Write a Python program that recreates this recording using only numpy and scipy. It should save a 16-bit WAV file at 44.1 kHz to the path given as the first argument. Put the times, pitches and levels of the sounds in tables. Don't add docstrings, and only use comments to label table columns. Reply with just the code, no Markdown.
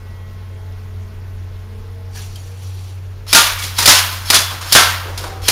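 import sys
import numpy as np
from scipy import signal
from scipy.io import wavfile

SR = 44100
rng = np.random.default_rng(int(sys.argv[2]) if len(sys.argv) > 2 else 0)


def convert_level_to_amplitude(level_db):
    exponent = np.asarray(level_db, float) / 20
    return 10 ** exponent


def unload_wav(signal):
    wavfile.write(
        sys.argv[1],
        SR,
        np.round(np.clip(np.atleast_2d(signal).T, -1, 1) * 32767).astype(np.int16),
    )


N = 242991

# (time [s], peak [dB], brightness [dB per octave], wall echo [dB], body [dB])
PISTON_SLAPS = [
    (3.3288, -1.5, 0.0, -7, 0.0),
    (3.8570, -.5, 4.0, -6, -3.0),
    (4.3012, -3.5, 0.0, -6.5, 0.0),
    (4.7230, -.5, 3.5, -5.5, -2.0),
    (5.4818, -5.5, 0.3, -2.5, 0.0),
]
# (time [s], peak [dB], brightness [dB per octave], wall echo [dB], body [dB])
PELLET_STRIKES = [
    (3.3475, 6, .5, -1, 1),
    (3.875, 9, 1, -1.5, 0.5),
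    (4.3283, -7.5, -2, 1.5, -2),
    (3.984, -9, 1.5, -16, 0.0),
    (4.342, 2.5, 4, -10, 2.5),
    (4.7499, 7, -1.5, -2, 0.5),
]
# (time [s], peak [dB], brightness [dB per octave], wall echo [dB], body [dB])
BOUNCES = [
    (2.357, -23, 3, -14, -8),
    (3.266, -24, -2, 2, 5),
    (5.176, -6, -0.8, -6, -3),
    (5.195, -18.5, -1.4, -7, -3),
    (5.2385, -12, -2.5, -4, 9.5),
    (5.418, -19, -1, -1, -3.0),
]
# (time [s], peak [dB], brightness [dB per octave], wall echo [dB], body [dB])
TUMBLES = [
    (3.781, -8, .5, -1, 1.5),
    (3.820, -14, -1, 1.5, -2),
    (3.583, -28, 2, 6, -13),
    (3.618, -24, 0.5, 1.5, -13),
    (3.633, -18, -0.5, -5, -13),
    (4.608, -30.5, -0.5, 5.5, 8.5),
    (4.654, -28, -2, -0.5, 5.5),
    (4.50, -27, -2.5, 3.5, 4),
    (4.12, -25, -1, 1.5, -17),
]
REBOUND_TIMES = [
    4.3614,
    4.3874,
    4.402,
]
# (frequency [Hz], level [dB per Hz])
SLAP_COLOUR = [(88, -1), (150, -7), (338, -8.5), (1340, -3.5), (1760, -3), (2440, -4), (3810, -1),
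               (4810, 1), (6430, -3), (8120, 0), (10900, -7.5), (15400, -13.5)]
# (frequency [Hz], level [dB per Hz])
CRACK_COLOUR = [(88, -6), (150, -10), (560, -10.5), (605, -5), (654, -8.5), (1370, -2), (2090, -4),
                (5300, -1), (7960, -2), (10400, -6.5), (15400, -22)]
# (frequency [Hz], t60 [s])
YARD_T60 = [(150, 0.21), (500, 0.46), (1200, 0.64), (3000, 0.58), (6000, 0.42), (10000, 0.46),
            (15000, 0.77)]
# (frequency [Hz], level [dB])
FAR_WALLS = [(150, -16.5), (400, -25.5), (1000, -16.5), (4000, -28.5), (15000, -30)]
# (time [s], blow [dB], modes (frequency [Hz], level [dB], t60 [s]))
CANS = [
    (3.35, -8.5, [(924, -4, .3), (1200, -4.5, 0.6), (1413, 1.5, 0.25), (2520, 3, 0.1), (3499, 0.5, 0.37), (5300, -10, .2)]),
    (3.578, -28, [(2280, 0.0, .5), (3235, -6, .4)]),
    (3.622, -25, [(2060, -1, .3), (2180, -4, .25), (3235, -3, .35), (5500, -4, .2), (1545, -3, .1), (4000, -3, .3), (3400, -3, .3)]),
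    (3.786, -18, [(925, 2, .15), (1028, -2, 0.34), (2094, -9, 0.37), (3890, 8, 0.14), (5141, 2, 0.15)]),
    (3.879, -7.5, [(110, 2, 0.093), (855, -7, 0.44), (1030, -11.5, 0.78), (1520, -9.5, 0.76), (3240, 0, 0.22), (3977, -1.5, 0.23), (5250, -2.5, 0.43)]),
        (4.343, -16.5, [(1303, -3, 0.31), (2148, -14, 0.43), (3343, -4, 0.5), (3436, 2, .45), (1012, -11, 0.66), (5087, 0, 0.15), (680, -2, .2)]),
    (4.61, -26.5, [(1150, 0, .1), (3600, -12, 0.4), (6700, -7, 0.17), (8900, -9, 0.11)]),
    (4.75, -8, [(127, -4.5, 0.087), (1046, -7.5, 0.42), (1346, 3, 0.43), (1572, -1.5, 0.54), (2130, -3.5, 0.43), (3447, 0, 0.33)]),
    (5.24, -26, [(772, -5, 1), (976, -8, 0.42), (1494, 1, 0.16), (603, -8, 0.49)]),
]
# (frequency [Hz], level [dB], t60 [s])
RIFLE_BODY = [(2400, -4, .09), (4350, -3, .1), (4900, -2, .1), (10900, -6, .1)]
# (end time [s], length [s], starting level [dB])
WINDING = [
    (3.319, 0.047, -30.5),
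    (3.776, .04, -44),
    (4.291, 0.046, -31),
    (4.714, 0.051, -34),
    (5.472, 0.049, -34),
]
# (frequency [Hz], width [Hz], starting level [dB], change as the spring loads [dB])
GEAR_RESONANCES = [(3300, 450, -11, 11.0), (4300, 1400, -3, 0.5), (5250, 300, 6.0, -15.0),
                   (10700, 700, -2, -8.0)]
# (time [s], blow [dB], modes (frequency [Hz], level [dB], t60 [s]))
CLINKS = [
    (0.7229, -50, [(5300, 1, 0.02), (9000, 1, .02)]),
    (2.222, -37, [(7280, 2, .08), (9000, 1, .08), (4700, -5, .06)]),
    (2.357, -33, [(3150, -3, 0.11), (4550, -1, .04), (4950, -2, 0.038), (7570, -6, 0.065), (8480, -6, 0.068), (11000, -5, .03), (12870, -9, .05)]),
    (2.401, -42, [(6750, 0, .1), (9300, 0, 0.09), (4500, -5, .15)]),
    (2.795, -46, [(2400, -4, .06), (4500, -4, 0.06)]),
]
# (time [s], held [s], level [dB])
SQUEAK = [
    (2.16, .035, -43.5),
]
# (time [s], held [s], level [dB])
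ROLL_TURNS = [
    (5.056, .03, -31.5),
    (5.24, .03, -32),
    (5.36, .11, -44),
]
# (time [s], held [s], level [dB])
RUSTLES = [
    (2.16, 0.037, -35.5),
    (2.36, .06, -50.5),
    (2.47, .13, -52.5),
    (2.63, 0.25, -46.5),
]
# (frequency [Hz], level [dB per Hz])
CLOTH_COLOUR = [(470, -27), (800, 2), (1100, 0), (1770, -11), (2470, -0.5), (4810, 0), (7980, 0),
                (10100, -3), (15400, -13)]
# (frequency [Hz], width [Hz], level [dB])
BUCKLE = [(4500, 150, -18), (5800, 120, -15), (7200, 120, -17), (10400, 200, -24)]
# (time [s], frequency [Hz], level [dB])
WINGBEAT = [(0.0, 216.5, -57), (0.2, 215.4, -55.5), (1.0, 214.5, -56), (2.0, 215, -53.5), (2.4, 217.4, -57),
            (2.65, 216, -62), (2.95, 216.5, -64), (3.2, 217, -65)]
# (multiple of the wingbeat, level [dB])
WING_OVERTONES = [(1, 6.5), (2, 5), (3, -1.5), (4, -2), (5, -1), (6, -8), (7, -4), (9, 0), (10, -2),
                  (15, -5)]
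# (time [s], frequency [Hz], level [dB])
FAN_HUM = [(0.0, 91.8, -31.5), (1.0, 92.3, -29), (1.9, 92, -31), (2.7, 93.4, -27.5), (3.4, 93.9, -30.5),
           (3.8, 92.1, -28), (4.3, 91.5, -27.5), (4.6, 92.3, -31.5), (5.51, 91.2, -28.5)]
# (time [s], held [s], level [dB],
# frequency [Hz])
PANEL_WHINE = [
    (.1, .8, -60, 460),
    (1.71, 0.47, -47.5, 461.3),
    (2.33, 0.046, -52.5, 452),
    (2.47, .07, -46.5, 471),
    (2.66, 0.045, -50, 466),
    (2.8, .45, -54, 435),
]
# (time [s], level [dB])
WIND_GUSTS = [(0.0, -37), (.8, -36.5), (2.1, -39), (2.6, -42), (3.9, -38.5), (4.3, -41), (5.51, -36)]
# (frequency [Hz], level [dB per Hz])
AIR_COLOUR = [(12, -41), (20, -11), (44, -10), (72, -1), (98, 0), (119, -13), (161, -19.5), (219, -26),
              (289, -26.5), (438, -22.5), (517, -28.5), (1070, -31), (1160, -31), (1970, -34.5),
              (15400, -49.5)]
BAND_EDGES = 110 * 2 ** np.arange(0, 7.4, 1 / 3)


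def rms_one(x):
    return x / np.sqrt(np.mean(x ** 2) + 1e-20)


def in_time(rows):
    s, *columns = np.transpose(rows)
    return [np.interp(np.arange(N) / SR, s, column) for column in columns]


def gated(rows):
    before, after = (rows[0][0] - .004, -120), (rows[-1][0] + .004, -120)
    return convert_level_to_amplitude(in_time([before] + list(rows) + [after])[0])


def swells(rows, rise, fall):
    s, held, level_db = np.transpose(rows)[:3, :, None]
    t = np.arange(N) / SR - s
    return convert_level_to_amplitude(level_db + rise * np.minimum(t, 0) - fall * np.maximum(t - held, 0))


def at_hz(points, hz):
    table_hz, values = np.array(points)[:, 0], np.array(points)[:, 1]
    return np.interp(np.log(hz), np.log(table_hz), values)


def drift(rate):
    r = np.exp(-40 * np.pi * rate / SR)
    chance = rng.standard_normal(N // 20 + 4002)
    slow = signal.lfilter([1], [1, -2 * r, r * r], chance)[4000:]
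    return np.interp(np.arange(N) / 20, np.arange(len(slow)), rms_one(slow))


def resonate(x, hz, width):
    r = np.exp(-np.pi * width / SR)
    top = np.array([1, 0, -1]) * (1 - r * r) / 2
    return signal.lfilter(top, [1, -2 * r * np.cos(2 * np.pi * hz / SR), r * r], x)


def noise_bands(patchy_db, rate):
    white = rng.standard_normal((2, N))
    hz = np.sqrt(BAND_EDGES[:-1] * BAND_EDGES[1:])
    bands = []
    for k, (low, high) in enumerate(zip(BAND_EDGES, BAND_EDGES[1:])):
        band_pass = signal.butter(2, [low, high], "band", fs=SR, output="sos")
        bands.append(signal.sosfilt(band_pass, white[k % 2]) * convert_level_to_amplitude(patchy_db * drift(rate)))
    return hz[:, None], np.array(bands)


def struck(s, modes, level_db, blur_hz):
    out, t, i = np.zeros(N), np.arange(round(.6 * SR)) / SR, round(s * SR)
    hz, mode_db, t60 = np.transpose(modes)[:, :, None]
    r = np.exp(-np.pi * blur_hz / SR)
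    chance = rng.standard_normal((2, len(modes), len(t) + 3000))
    waver = signal.lfilter([1], [1, -2 * r, r * r], chance[0] + 1j * chance[1])[:, 3000:]
    waver = waver / np.sqrt(np.mean(abs(waver) ** 2, axis=1, keepdims=True))
    decay = convert_level_to_amplitude(level_db + mode_db - 60 * t / t60)
    rings = decay * np.imag(waver * np.exp(2j * np.pi * hz * t))
    soft_start = np.minimum(t / .001, 1)
    out[i:i + len(t)] = (np.sum(rings, axis=0) * soft_start)[:N - i]
    return out


def blow_power(events, t60, spectrum, hz, level_db, rise_s, hold_s, build_s):
    power, t = np.zeros((len(hz), N)), np.arange(round(1.2 * SR)) / SR
    colour = convert_level_to_amplitude(2 * at_hz(spectrum, hz))
    band_share = hz * 2 * (2 ** (1 / 6) - 2 ** (-1 / 6)) / SR
    colour = colour / np.sum(colour * band_share)
    body = np.exp(-(np.log2(hz / 1090) / 0.61) ** 2)
    near = convert_level_to_amplitude(-120 * t / at_hz(YARD_T60, hz))
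    far = convert_level_to_amplitude(2 * at_hz(FAR_WALLS, hz) - 120 * t / 2.16)
    echoes = (1 - np.exp(-t / build_s)) * (near + far)
    rise = np.minimum(t / rise_s, 1) ** 2
    burst = convert_level_to_amplitude(-120 * np.maximum(t - hold_s, 0) / max(t60, .005))
    for s, peak_db, tilt_db, echo_db, body_db in events:
        i = round(s * SR)
        slope_db = tilt_db * np.log2(np.maximum(hz, 800) / 4000)
        slope_db = np.where(hz > 4000, np.minimum(slope_db, 0), slope_db)
        gain = colour * convert_level_to_amplitude(2 * (peak_db + level_db + slope_db + body_db * body))
        blow = gain * rise * (burst + convert_level_to_amplitude(2 * echo_db) * echoes)
        power[:, i:i + len(t)] += blow[:, :N - i]
    return power


def blows():
    hz, bands = noise_bands(patchy_db=-0.5, rate=12.0)
    rebounds = [(s, -2.5 - k * 3.3, 2.0, -13, .8) for k, s in enumerate(REBOUND_TIMES)]
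    power = blow_power(PISTON_SLAPS, .012, SLAP_COLOUR, hz,
                       level_db=.5, rise_s=.0003, hold_s=.0075, build_s=.002)
    for events, t60 in (PELLET_STRIKES, 0.18), (rebounds, .028):
        power += blow_power(events, t60, CRACK_COLOUR, hz,
                            level_db=-5.5, rise_s=.0008, hold_s=0.0047, build_s=0.0023)
    power += blow_power(TUMBLES, 0.042, SLAP_COLOUR, hz,
                        level_db=-1.5, rise_s=.008, hold_s=.009, build_s=.01)
    power += blow_power(BOUNCES, 0.098, SLAP_COLOUR, hz,
                        level_db=-14.5, rise_s=0.0006, hold_s=0.00087, build_s=0.019)
    flutter = convert_level_to_amplitude(.7 * drift(200))
    cans = sum(struck(s, modes, blow_db, blur_hz=30) for s, blow_db, modes in CANS)
    rifle = sum(struck(shot[0], RIFLE_BODY, shot[1] - 7, blur_hz=200) for shot in PISTON_SLAPS)
    return flutter * np.sum(np.sqrt(power) * bands, axis=0) + cans + rifle


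def gearbox():
    teeth, t = rng.standard_normal(N), np.arange(N) / SR
    load = sum(np.interp(t, [end - length, end + .012], [0, 1], right=0) for end, length, _ in WINDING)
    whine = sum(convert_level_to_amplitude(db + change_db * load) * rms_one(resonate(resonate(teeth, hz, width), hz, width))
                for hz, width, db, change_db in GEAR_RESONANCES)
    grind = rms_one(resonate(teeth, 1700, 7300))
    wound_db = -24
    level = sum(gated([(end - length, db), (end, wound_db), (end + .008, wound_db + 3.5)])
                for end, length, db in WINDING)
    return level * np.minimum(4 * load, 1) * (.36 * whine + .8 * grind)


def handling():
    squeak = swells(SQUEAK, 1000, 1000)[0] * rms_one(resonate(rng.standard_normal(N), 1650, 150))
    return sum(struck(s, modes, blow_db, blur_hz=120) for s, blow_db, modes in CLINKS) + squeak


def rolling():
    grit = rng.standard_normal(N) * convert_level_to_amplitude(1.9 * drift(40.6))
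    hollow = rms_one(resonate(resonate(grit, 410, 300), 400, 410))
    return np.sum(swells(ROLL_TURNS, 380, 75), axis=0) * convert_level_to_amplitude(-4.0) * hollow


def insect():
    hz, level_db = in_time(WINGBEAT + [(3.4, 214, -87)])
    turns, s = np.cumsum(hz + 0.77 * drift(3.0)) / SR, np.arange(N) / SR
    stack = sum(convert_level_to_amplitude(db - 0.59 * (k - 1.5) * s + 2.8 * drift(3.5)) * np.sin(2 * np.pi * k * turns)
                for k, db in WING_OVERTONES)
    return convert_level_to_amplitude(level_db) * stack


def fan():
    hz, level_db = in_time(FAN_HUM)
    turns = np.cumsum(hz + 0.3 * drift(2.7)) / SR
    low = np.sqrt(2) * convert_level_to_amplitude(level_db + 1.56 * drift(5.7)) * np.sin(2 * np.pi * turns)
    panel_turns = np.cumsum(np.array(PANEL_WHINE)[:, 3:] + 1.0 * drift(6.0), axis=1) / SR
    panel = swells(PANEL_WHINE, 250, 200) * np.sin(2 * np.pi * panel_turns)
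    return low + convert_level_to_amplitude(1 + 1.5 * drift(6)) * np.sum(panel, axis=0)


def cloth_and_air():
    hz, bands = noise_bands(patchy_db=1.5, rate=17.5)
    air = rms_one(np.sum(convert_level_to_amplitude(at_hz(AIR_COLOUR, hz)) * bands, axis=0))
    cloth = rms_one(np.sum(convert_level_to_amplitude(at_hz(CLOTH_COLOUR, hz)) * bands[:, ::-1], axis=0))
    buckle = sum(convert_level_to_amplitude(db) * rms_one(resonate(cloth, hz, width)) for hz, width, db in BUCKLE)
    movement = np.sum(swells(RUSTLES, 450, 90), axis=0)
    return convert_level_to_amplitude(-44) * air + movement * (cloth * convert_level_to_amplitude(1.1 * drift(79.6)) + buckle)


def wind():
    low_band = signal.butter(2, [24, 50], "band", fs=SR, output="sos")
    gust = signal.sosfilt(low_band, rng.standard_normal(N))
    return convert_level_to_amplitude(in_time(WIND_GUSTS)[0]) * rms_one(gust * convert_level_to_amplitude(1.9 * drift(4.0)))


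def scene():
    action = blows() + gearbox() + handling() + rolling()
    background = insect() + fan() + cloth_and_air() + wind()
    return np.tile(action + background, (2, 1))


def roll_off(x):
    return signal.sosfilt(signal.butter(12, 15530, fs=SR, output="sos"), x)


def record(dry):
    notched = signal.lfilter(*signal.iirnotch(8010, 3.1, fs=SR), dry)
    clipped = np.clip(dry + 0.66 * (notched - dry), -1, 1)
    cut = signal.sosfilt(signal.cheby2(12, 60, 16600, fs=SR, output="sos"), clipped)
    finished = np.clip(cut, -1, 1)
    return roll_off(finished)


dry = scene()
out = record(dry)
unload_wav(out)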